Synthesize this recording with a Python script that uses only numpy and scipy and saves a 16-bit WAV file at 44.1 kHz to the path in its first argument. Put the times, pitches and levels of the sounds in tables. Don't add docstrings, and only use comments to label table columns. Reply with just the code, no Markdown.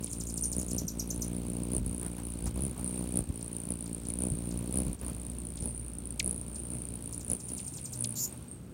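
import sys
import numpy as np
from scipy import signal
from scipy.fft import rfft, irfft, next_fast_len
from scipy.io import wavfile
from scipy.ndimage import map_coordinates

SR = 44100
rng = np.random.default_rng(int(sys.argv[2]) if len(sys.argv) > 2 else 0)


def int16_out(signal):
    q = np.round(np.clip(np.atleast_2d(signal).T, -1, 1) * 32767)
    wavfile.write(sys.argv[1], SR, q.astype(np.int16))


N = 384993
T = np.arange(N) / SR


def amp(db):
    return 10 ** (np.asarray(db) / 20)


def unit(x):
    return x / np.sqrt(np.mean(x ** 2) + 1e-20)


def curves(rows, at=T):
    knots, *columns = np.transpose(rows)
    return [np.interp(at, knots, column) for column in columns]


def wobble(rate):
    return map_coordinates(rng.standard_normal(int(N * rate / SR) + 4), [T * rate])


def coloured(x, spectrum):
    size = next_fast_len(N + SR // 2)
    hz, db = np.transpose(spectrum)
    gain = amp(np.interp(np.log(np.fft.rfftfreq(size, 1 / SR) + 1), np.log(hz), db))
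    return irfft(rfft(x, size) * gain, size)[:N]


def noise(spectrum):
    return unit(coloured(rng.standard_normal(N), spectrum))


def add(track, start, sound):
    at = round(start * SR) + np.arange(len(sound))
    inside = (at >= 0) & (at < N)
    track[at[inside]] += sound[inside]


def bell(centre, half):
    return np.exp(-.5 * ((T - centre) / half) ** 2)


def swells(rows):
    return sum(amp(db) * bell(s, half) for s, db, half in rows)


def beats(turns):
    return np.interp(np.arange(1, turns[-1]), turns, T)


# f/Hz, level/dB
GARDEN_SPECTRUM = [(25, -12), (80, -0.5), (115, -4.5), (190, -3.5), (280, -8), (450, -16.5), (750, -31),
                   (1300, -28), (1900, -35), (2500, -36), (3500, -38.5), (4200, -41.5), (6000, -42.5),
                   (16000, -45)]

def garden():
    breeze_db = .7 * wobble(3)
    return amp(-48.5 + breeze_db) * noise(GARDEN_SPECTRUM)


# t/s, f/Hz
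BEAT_RATE = [(0.0, 57.03), (0.4, 57.22), (1.0, 57.67), (1.4, 59.4), (2.0, 59.36), (2.4, 57.83),
             (2.9, 61.33), (3.5, 57.45), (4.0, 57.28), (4.55, 59.01), (5.15, 59.7), (5.8, 57.49),
             (6.55, 58.69), (7.35, 58.11), (7.75, 66.06), (8.05, 57.99), (8.4, 60.42), (8.73, 57.67)]
# t/s, half-width/s, extra rate/Hz, push gain/dB, whistle gain/dB
DART_BURSTS = [(0.047, 0.018, 0.0, 4, 3.5), (0.592, 0.039, 5.5, 7, 6), (0.746, 0.03, 3.5, 7, 8),
               (0.827, 0.014, 0.69, 6.5, -3), (1.755, 0.031, 5, 7, 13.5), (1.869, 0.0096, 5.0, 0.5, 9.5),
               (2.459, 0.011, 0.75, 3.5, 5), (2.572, 0.023, 2.5, 5.5, 3.0), (2.644, 0.029, 11.0, 3.5, 13),
               (3.035, 0.065, 0.45, 3.5, -1), (3.179, 0.026, 1.7, 8, 12.5), (3.288, 0.018, 0.0, 8.0, 3),
               (3.711, 0.016, 4, 6.5, 12.5), (4.097, 0.012, 2.0, 3.5, 8.8), (4.233, 0.035, 5.5, 7, 9),
               (4.782, 0.046, 6, 7, 12.5), (4.88, 0.016, 5.0, 3.5, 2.5), (5.088, 0.034, 0.22, 3.5, 1),
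               (5.663, 0.025, 1.5, 9.5, 12.5), (6.285, 0.041, 2, 9, 17.5), (6.734, 0.026, 3, 4, 8.5),
               (7.322, 0.022, 0.0, 13.5, 19), (7.536, 0.033, 0.0, 6, 7), (8.045, 0.055, 2, 0, 14.5)]
# t/s, half-width/s, push gain/dB
WING_LULLS = [(0.087, 0.028, -6), (0.668, 0.014, -1), (0.874, 0.028, -6), (1.821, .018, -9),
              (2.535, 0.0096, -12), (2.753, 0.023, -7.5), (3.277, 0.033, -11), (3.773, 0.0068, -5),
              (4.977, 0.016, -16), (7.25, 0.032, -2.5), (7.407, 0.03, -4), (7.88, 0.021, -3.5)]

def flight():
    pace, = curves(BEAT_RATE)
    faster, push_db, whistle_db = sum(np.outer(gains, bell(s, half)) for s, half, *gains in DART_BURSTS)
    lull_db = sum(db * bell(s, half) for s, half, db in WING_LULLS)
    turns = .29 + np.cumsum(pace + faster) / SR
    return turns, push_db + lull_db, whistle_db + 1.44 * lull_db


# f/Hz, level/dB
SWISH_SPECTRUM = [(200, -49), (500, 5), (900, 12.5), (1300, 3.5), (1850, -1.5), (2400, 5.5), (3400, 1.5),
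                  (4200, 3), (5200, 0), (7000, 1), (9500, 3.5), (12000, -3), (16000, 3)]
# lowest f/Hz, highest f/Hz, sharp peak/cycles, its sharpness, broad peak/cycles, its relative height
STROKE_BANDS = [(0, 1700, 0.091, 5.4, -0.24, 0.39), (1693, 5000, -0.337, 13, -0.019, 0.4),
                (5100, 11000, -0.098, 13, 0.033, 0.26), (10980, 16000, -0.47, 16, -0.095, 0.64)]

def feather_swish(turns):
    def peak(at, sharpness):
        return np.exp(sharpness * (np.cos(2 * np.pi * (turns - at)) - 1))

    air, hz = rfft(noise(SWISH_SPECTRUM)), np.fft.rfftfreq(N, 1 / SR)
    distinct = np.interp(T, [7.3, 8.1], [1, .4])
    track = np.zeros(N)
    for low, high, sharp_at, sharpness, broad_at, height in STROKE_BANDS:
        band = irfft(air * ((hz >= low) & (hz < high)), N)
        envelope = unit(.32 + peak(sharp_at, sharpness) + height * peak(broad_at, 2.1))
        track += band * envelope ** distinct
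    return track


# t/s, level/dB
FORWARD_LEVEL = [(0, -62), (4.95, -76), (5.3, -56.5), (6.9, -59.5), (7.88, -54), (8.04, -39.5), (8.25, -56),
                 (8.73, -60)]
# multiple of the beat rate, relative level/dB
FORWARD_PARTIALS = [(2, 0), (4, -7), (8, -22), (10, -19)]

def forward_hum(turns):
    level_db, = curves(FORWARD_LEVEL)
    partials = sum(amp(db) * np.sqrt(2) * np.cos(2 * np.pi * k * turns) for k, db in FORWARD_PARTIALS)
    return amp(level_db + wobble(6.3)) * partials


# t/s, push level/dB, whistle level/dB
FLIGHT_LEVELS = [(0.0, -41, -44), (0.5, -43, -40), (0.95, -41, -55.5), (1.2, -37, -46.5),
                 (1.65, -36.5, -46), (2.1, -41.5, -43.5), (2.5, -41, -48.5), (2.9, -38.5, -41),
                 (3.45, -42.5, -44.5), (4.0, -41.5, -43.5), (4.6, -37, -44.5), (5.2, -43.5, -47),
                 (5.9, -47, -47.1), (6.5, -45, -46.5), (7.2, -46, -44.5), (7.7, -50.5, -51.5),
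                 (8.25, -49.5, -46), (8.73, -54.5, -78)]
# t/s, hum level/dB, swish level/dB
AIR_LEVELS = [(0, -45.5, -55), (.3, -43, -57.5), (1.7, -42.5, -56.5), (2.2, -45, -55), (2.7, -41, -54.5),
              (3.5, -51, -55), (4.3, -43, -57), (5, -44, -54.5), (6, -45, -56.5), (7.2, -49, -54),
              (7.6, -54, -53), (8.3, -74, -49.5), (8.73, -65, -63)]
# f/Hz, level/dB
PUSH_SPECTRUM = [(40, -42), (70, -8), (120, -1.5), (180, 1.5), (240, -0.5), (300, -3), (420, -13),
                 (600, -17.5), (760, -29), (1200, -41), (2500, -56.5)]
HUM_GROWTH, SWISH_GROWTH = .72, .58

def wing_air(turns, effort_db):
    push_db = curves(FLIGHT_LEVELS)[0] + effort_db
    hum_db, swish_db = curves(AIR_LEVELS)
    impulses = np.zeros(N)
    for s in beats(turns):
        add(impulses, s, amp(rng.normal(0, 1.8, 1)))
    pulses = unit(coloured(impulses, PUSH_SPECTRUM))
    hardness = np.clip(.055 * effort_db, 0, 1)
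    crack = hardness * coloured(pulses, [(250, -49), (500, 3.5), (1200, 7)])
    near = np.interp(T, [4.8, 5.1, 7.4, 8], [.9, .65, .59, .39])
    eddies = noise([(40, -22), (80, -12), (110, 1.5), (250, -3.5), (400, -10.5), (700, -19.5),
                    (1500, -68)])
    push = amp(push_db) * (near * (pulses + crack) * amp(-.37) + (1.15 - near) * amp(1) * eddies)
    hum_gain = amp(hum_db + HUM_GROWTH * effort_db + .8 * wobble(11))
    hum = hum_gain * np.sqrt(2) * np.cos(2 * np.pi * (turns + .28))
    swish_gain = amp(swish_db + 2 + SWISH_GROWTH * (push_db + 38.5))
    return push + hum + forward_hum(turns) + swish_gain * feather_swish(turns)


def tip_whistles(times, db, hz, half, glide_hz, scatter_db, scatter_hz, rough):
    track, t = np.zeros(N), np.arange(-SR // 100, SR // 100) / SR
    smoothing = np.hanning(SR // 800)[None]
    for wing_db in (0, -8):
        size, tune, lag, length = rng.standard_normal((len(times), 4)).T[:, :, None]
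        u = t / (np.reshape(half, (-1, 1)) * np.exp(.28 * length)) - .59 * lag
        waver = unit(signal.fftconvolve(rng.standard_normal(u.shape), smoothing, "same", axes=1))
        pitch = hz[:, None] * (1 + rough * waver) + scatter_hz * tune + glide_hz * np.tanh(u / 2)
        phase = 2 * np.pi * np.cumsum(pitch, 1) / SR
        envelope = amp(db[:, None] + wing_db + scatter_db * np.tanh(size)) * np.exp(-u ** 2)
        for s, burst in zip(times, envelope * np.sin(phase)):
            add(track, s + t[0], burst)
    return track


# t/s, half-width/s
WHISTLE_WIDTH = [(0, 0.00077), (7.35, 0.00076), (8, 0.0014), (8.7, 0.0021)]
WHISTLE_HZ, WHISTLE_HZ_PER_DB = 9298, 28.5
FLICKER_DB = 6

def wing_trill(turns, effort_db):
    times = beats(turns)
    effort_db = np.interp(times, T, effort_db)
    half, = curves(WHISTLE_WIDTH, times)
    unsteadiness = np.exp(-np.maximum(effort_db, 0) / 7)
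    drive_db = effort_db + FLICKER_DB * np.tanh(rng.standard_normal(len(times))) * unsteadiness
    duty_db = 10 * np.log10(half * 60)
    db = curves(FLIGHT_LEVELS, times)[1] + drive_db - duty_db
    hz = WHISTLE_HZ + WHISTLE_HZ_PER_DB * drive_db
    down = tip_whistles(times - .0027, db - .3, hz, half,
                        glide_hz=-550, scatter_db=3, scatter_hz=174.6, rough=.0287)
    back = tip_whistles(times + .0034, .5 * db - 35.5, hz - 400, half=.0041,
                        glide_hz=196, scatter_db=2.5, scatter_hz=207.3, rough=.044)
    hiss = noise([(1500, -18), (4000, -30), (7000, -2.5), (11000, 2), (16000, -11)])
    rasp = amp(-23) * np.abs(signal.hilbert(down)) * hiss
    return down + back + rasp


# t/s, level/dB, half-width/s, f/Hz
RIVAL_PASSES = [(.12, -50, 0.27, 9200), (.44, -30.5, 0.016, 9100), (2.92, -38, 0.058, 9050),
                (4.4, -46.5, 0.081, 9000), (5.7, -42, 0.082, 9100), (6.55, -46, .18, 9050),
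                (7.55, -42, 0.1, 9300), (7.8, -46, 0.16, 8800), (8.27, -52, 0.076, 8700),
                (8.51, -44.5, 0.034, 8550), (8.68, -62.5, .04, 8350)]

def rival_trill():
    beat_hz = 63 + 1.5 * wobble(3.5)
    times = beats(np.cumsum(beat_hz) / SR)
    envelope = swells([row[:3] for row in RIVAL_PASSES])
    db = 20 * np.log10(np.interp(times, T, envelope) + 1e-6)
    hz = curves(RIVAL_PASSES, times)[-1]
    return tip_whistles(times, db + 3.5, hz, half=.0014,
                        glide_hz=402, scatter_db=12.5, scatter_hz=123, rough=.019)


def syrinx(hz, db, overtone_db, lowest_hz=1000):
    k = np.arange(1, 7)[:, None]
    beak = np.clip((15500 - k * hz) / 2000, 0, 1) * np.minimum(k * hz / lowest_hz, 1) ** 4
    phase = 2 * np.pi * np.cumsum(hz) / SR
    return np.sqrt(2) * amp(db) * np.sum(amp(overtone_db * (k - 1)) * beak * np.sin(k * phase), 0)


# t/s, level/dB, kind (1 a clear dipping whistle, 0 a rasp)
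CHITTER_NOTES = [(0.039, -37, 0), (0.104, -39, 1), (0.132, -34, 0), (0.211, -32, 0), (0.271, -34, 1),
                 (0.3, -34.5, 0), (0.379, -30.5, 0), (.4375, -27.5, 1), (.464, -45, 0), (0.53, -30.5, 0),
                 (0.592, -31.5, 1), (0.619, -38, 0), (0.685, -35, 1), (.713, -32.5, 0), (0.784, -25, 1),
                 (0.8831, -26, 1), (0.9982, -24.5, 1), (1.1065, -26, 1), (1.222, -26, 1), (7.135, -38.5, 0),
                 (7.212, -40, 0), (7.306, -40, 0), (7.405, -40, 0), (7.491, -40, 0), (7.581, -37, 0),
                 (7.647, -47, 0), (7.68, -39, 0), (7.741, -41, 0), (7.774, -37.5, 0), (7.859, -35, 0),
                 (7.936, -32.5, 0)]
# t/s from the note's centre, nominal f/Hz, relative level/dB
DIP_CONTOUR = [(-.014, 8350, -20), (-.006, 9900, -29), (-.004, 9400, -13), (-.002, 6800, -14),
               (0, 5850, -3), (.002, 6440, -11), (.004, 7400, -10), (.006, 5670, -10), (.009, 4370, -31),
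               (.012, 4050, -30)]
RASP_CONTOUR = [(-.014, 8800, -17), (-.004, 8050, -9.5), (-.001, 7100, -6.5), (.002, 6170, -10),
                (.005, 5260, -21), (.008, 4700, -24)]

def chitter():
    track = np.zeros(N)
    loudest_db = max(level for _, level, _ in CHITTER_NOTES)
    for s, level, clear in CHITTER_NOTES:
        contour, depth_hz, overtone_db = (DIP_CONTOUR, 160, -11) if clear else (RASP_CONTOUR, 1100, -8.5)
        t = np.arange(contour[0][0], contour[-1][0], 1 / SR)
        hz, db = curves(contour, t)
        rise = clear * .016 * min(loudest_db - level, 10)
        hz = hz * (rng.normal(.96, .0175) + rise)
        flutter = np.sin(2 * np.pi * (rng.normal(410, 64.5) * t + rng.random()))
        add(track, s + t[0], syrinx(hz + depth_hz * flutter, db + level + 1, overtone_db))
    return track


# t/s, level/dB, length/s, lower cutoff of the beak/Hz
CHIP_NOTES = [(.063, -48, .024, 3000), (3.409, -50, .02, 4500), (3.858, -50, .025, 4200),
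              (4.05, -49, .02, 4500), (4.095, -52, .016, 2200), (4.509, -46, .018, 4500),
              (4.988, -56, .022, 4500), (5.568, -48, .025, 3600), (5.62, -48, .02, 4800),
              (6.1952, -26, .0135, 2300), (6.554, -46, .018, 4800), (7.586, -47, .019, 2800),
              (7.778, -48, .021, 3200), (8.0412, -32, .0145, 3700)]
# share of its length, f/Hz, relative level/dB, step between harmonics/dB
CHIP_CONTOUR = [(-.06, 9300, -30, -35), (.04, 8700, 0, -32), (.22, 6400, 0, -17), (.36, 3700, -2, -7),
                (.48, 2650, -4, -5.5), (.68, 2250, -5, -5.5), (.88, 2050, -6, -6), (1.1, 1300, -26, -7)]

def chips(loud):
    track = np.zeros(N)
    for s, level, length, lowest_hz in CHIP_NOTES:
        if (level > -35) == loud:
            progress = np.arange(CHIP_CONTOUR[0][0], CHIP_CONTOUR[-1][0], 1 / (length * SR))
            hz, db, overtone_db = curves(CHIP_CONTOUR, progress)
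            dull_db = .3 * min(level + 30, 0)
            add(track, s + progress[0] * length, syrinx(hz, db + level, overtone_db + dull_db, lowest_hz))
    return track


# t/s, level/dB, half-width/s
DOWNWASH_PUFFS = [(.62, -52, 0.063), (.76, -44, 0.043), (.85, -27, 0.0046), (1.33, -49, 0.035),
                  (1.81, -32.5, 0.029), (1.895, -33, 0.013), (2.47, -37, 0.031), (2.66, -41, 0.12),
                  (3.21, -32, 0.011), (3.3, -26, 0.0073), (4.33, -31, 0.014), (4.57, -45, 0.026),
                  (4.8, -35, 0.016), (4.89, -31, 0.019), (5.12, -47, 0.059), (5.64, -36, 0.018)]
# f/Hz, level/dB
DOWNWASH_SPECTRUM = [(25, -68), (50, 12), (90, 2.5), (170, 1.5), (300, -11.5), (600, -33.5), (1500, -52.5)]

def downwash():
    return swells(DOWNWASH_PUFFS) * noise(DOWNWASH_SPECTRUM)


# t/s, level/dB, half-width/s
RUSTLE_SWELLS = [(2.025, -46, 0.014), (2.066, -44, 0.014), (2.195, -45, 0.013), (2.472, -42.5, 0.009),
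                 (2.78, -48.5, 0.037), (5.035, -46, 0.012), (5.1, -50, 0.029), (8.34, -55, 0.016)]
# f/Hz, level/dB
RUSTLE_SPECTRUM = [(150, 11.5), (350, 5), (1100, 0), (1900, -7.5), (2800, -12), (5000, -17), (15000, -12)]

def rustles():
    grain = amp(3 * wobble(400))
    return swells(RUSTLE_SWELLS) * unit(noise(RUSTLE_SPECTRUM) * grain)


def bill_tap():
    click = noise([(800, -5), (2500, -19), (6000, 8), (9000, 9), (16000, -19)])
    return amp(-42) * bell(2.472, half=.0084) * click


# t/s, top f/Hz, level/dB, depth of the pitch dips/Hz
BUZZ_CONTOUR = [(8.156, 7000, -43, 3200), (8.17, 7200, -36.5, 3300), (8.198, 7200, -32, 3000),
                (8.206, 7150, -32, 2300), (8.255, 7050, -31.5, 2000), (8.263, 6950, -39, 1200),
                (8.268, 6850, -55, 900)]

def buzz():
    top_hz, db, depth_hz = curves(BUZZ_CONTOUR)
    flick_hz = 241 + 5 * wobble(120)
    cycle = 2 * np.pi * np.cumsum(flick_hz) / SR
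    pitch = top_hz - depth_hz * ((1 - np.sin(cycle)) / 2) ** 2 + 260 * wobble(3000)
    level = db + 6.5 * np.cos(cycle - 1.2) + 1.5 * wobble(300)
    start, end = BUZZ_CONTOUR[0][0], BUZZ_CONTOUR[-1][0]
    on = (T > start) & (T < end)
    track = np.zeros(N)
    add(track, start, syrinx(pitch[on], level[on] - 5, overtone_db=-4))
    return track


def porch(x, wet_db, wall_db, t60):
    t = np.arange(SR // 3) / SR
    tail = rng.standard_normal(len(t)) * amp(-60 * t / t60) * (t > .002)
    wall = rng.standard_normal(len(t)) * np.exp(-((t - .032) / .0015) ** 2)
    response = amp(wet_db) * tail / np.linalg.norm(tail) + amp(wall_db) * wall / np.linalg.norm(wall)
    reflected = signal.fftconvolve(x, response)[:N]
    return x + coloured(reflected, [(2000, 2), (5500, -1), (9000, 1.5), (15000, 3)])


def scene():
    turns, push_db, whistle_db = flight()
    close = porch(wing_trill(turns, whistle_db) + chips(loud=True), wet_db=-23, wall_db=-33, t60=.12)
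    passing = porch(buzz(), wet_db=-12, wall_db=-25, t60=.14)
    farther = porch(chitter() + chips(loud=False) + rival_trill(), wet_db=-5, wall_db=-18, t60=.18)
    direct = downwash() + rustles() + bill_tap() + garden() + wing_air(turns, push_db)
    return (close + passing + farther + direct)[None]


def record(dry):
    heard = coloured(dry[0], [(20, -24), (32, -14), (42, -7), (52, 0)])
    passband = np.fft.rfftfreq(N, 1 / SR) < 16000
    return irfft(rfft(heard) * passband, N)[None]


dry = scene()
out = record(dry)
int16_out(out)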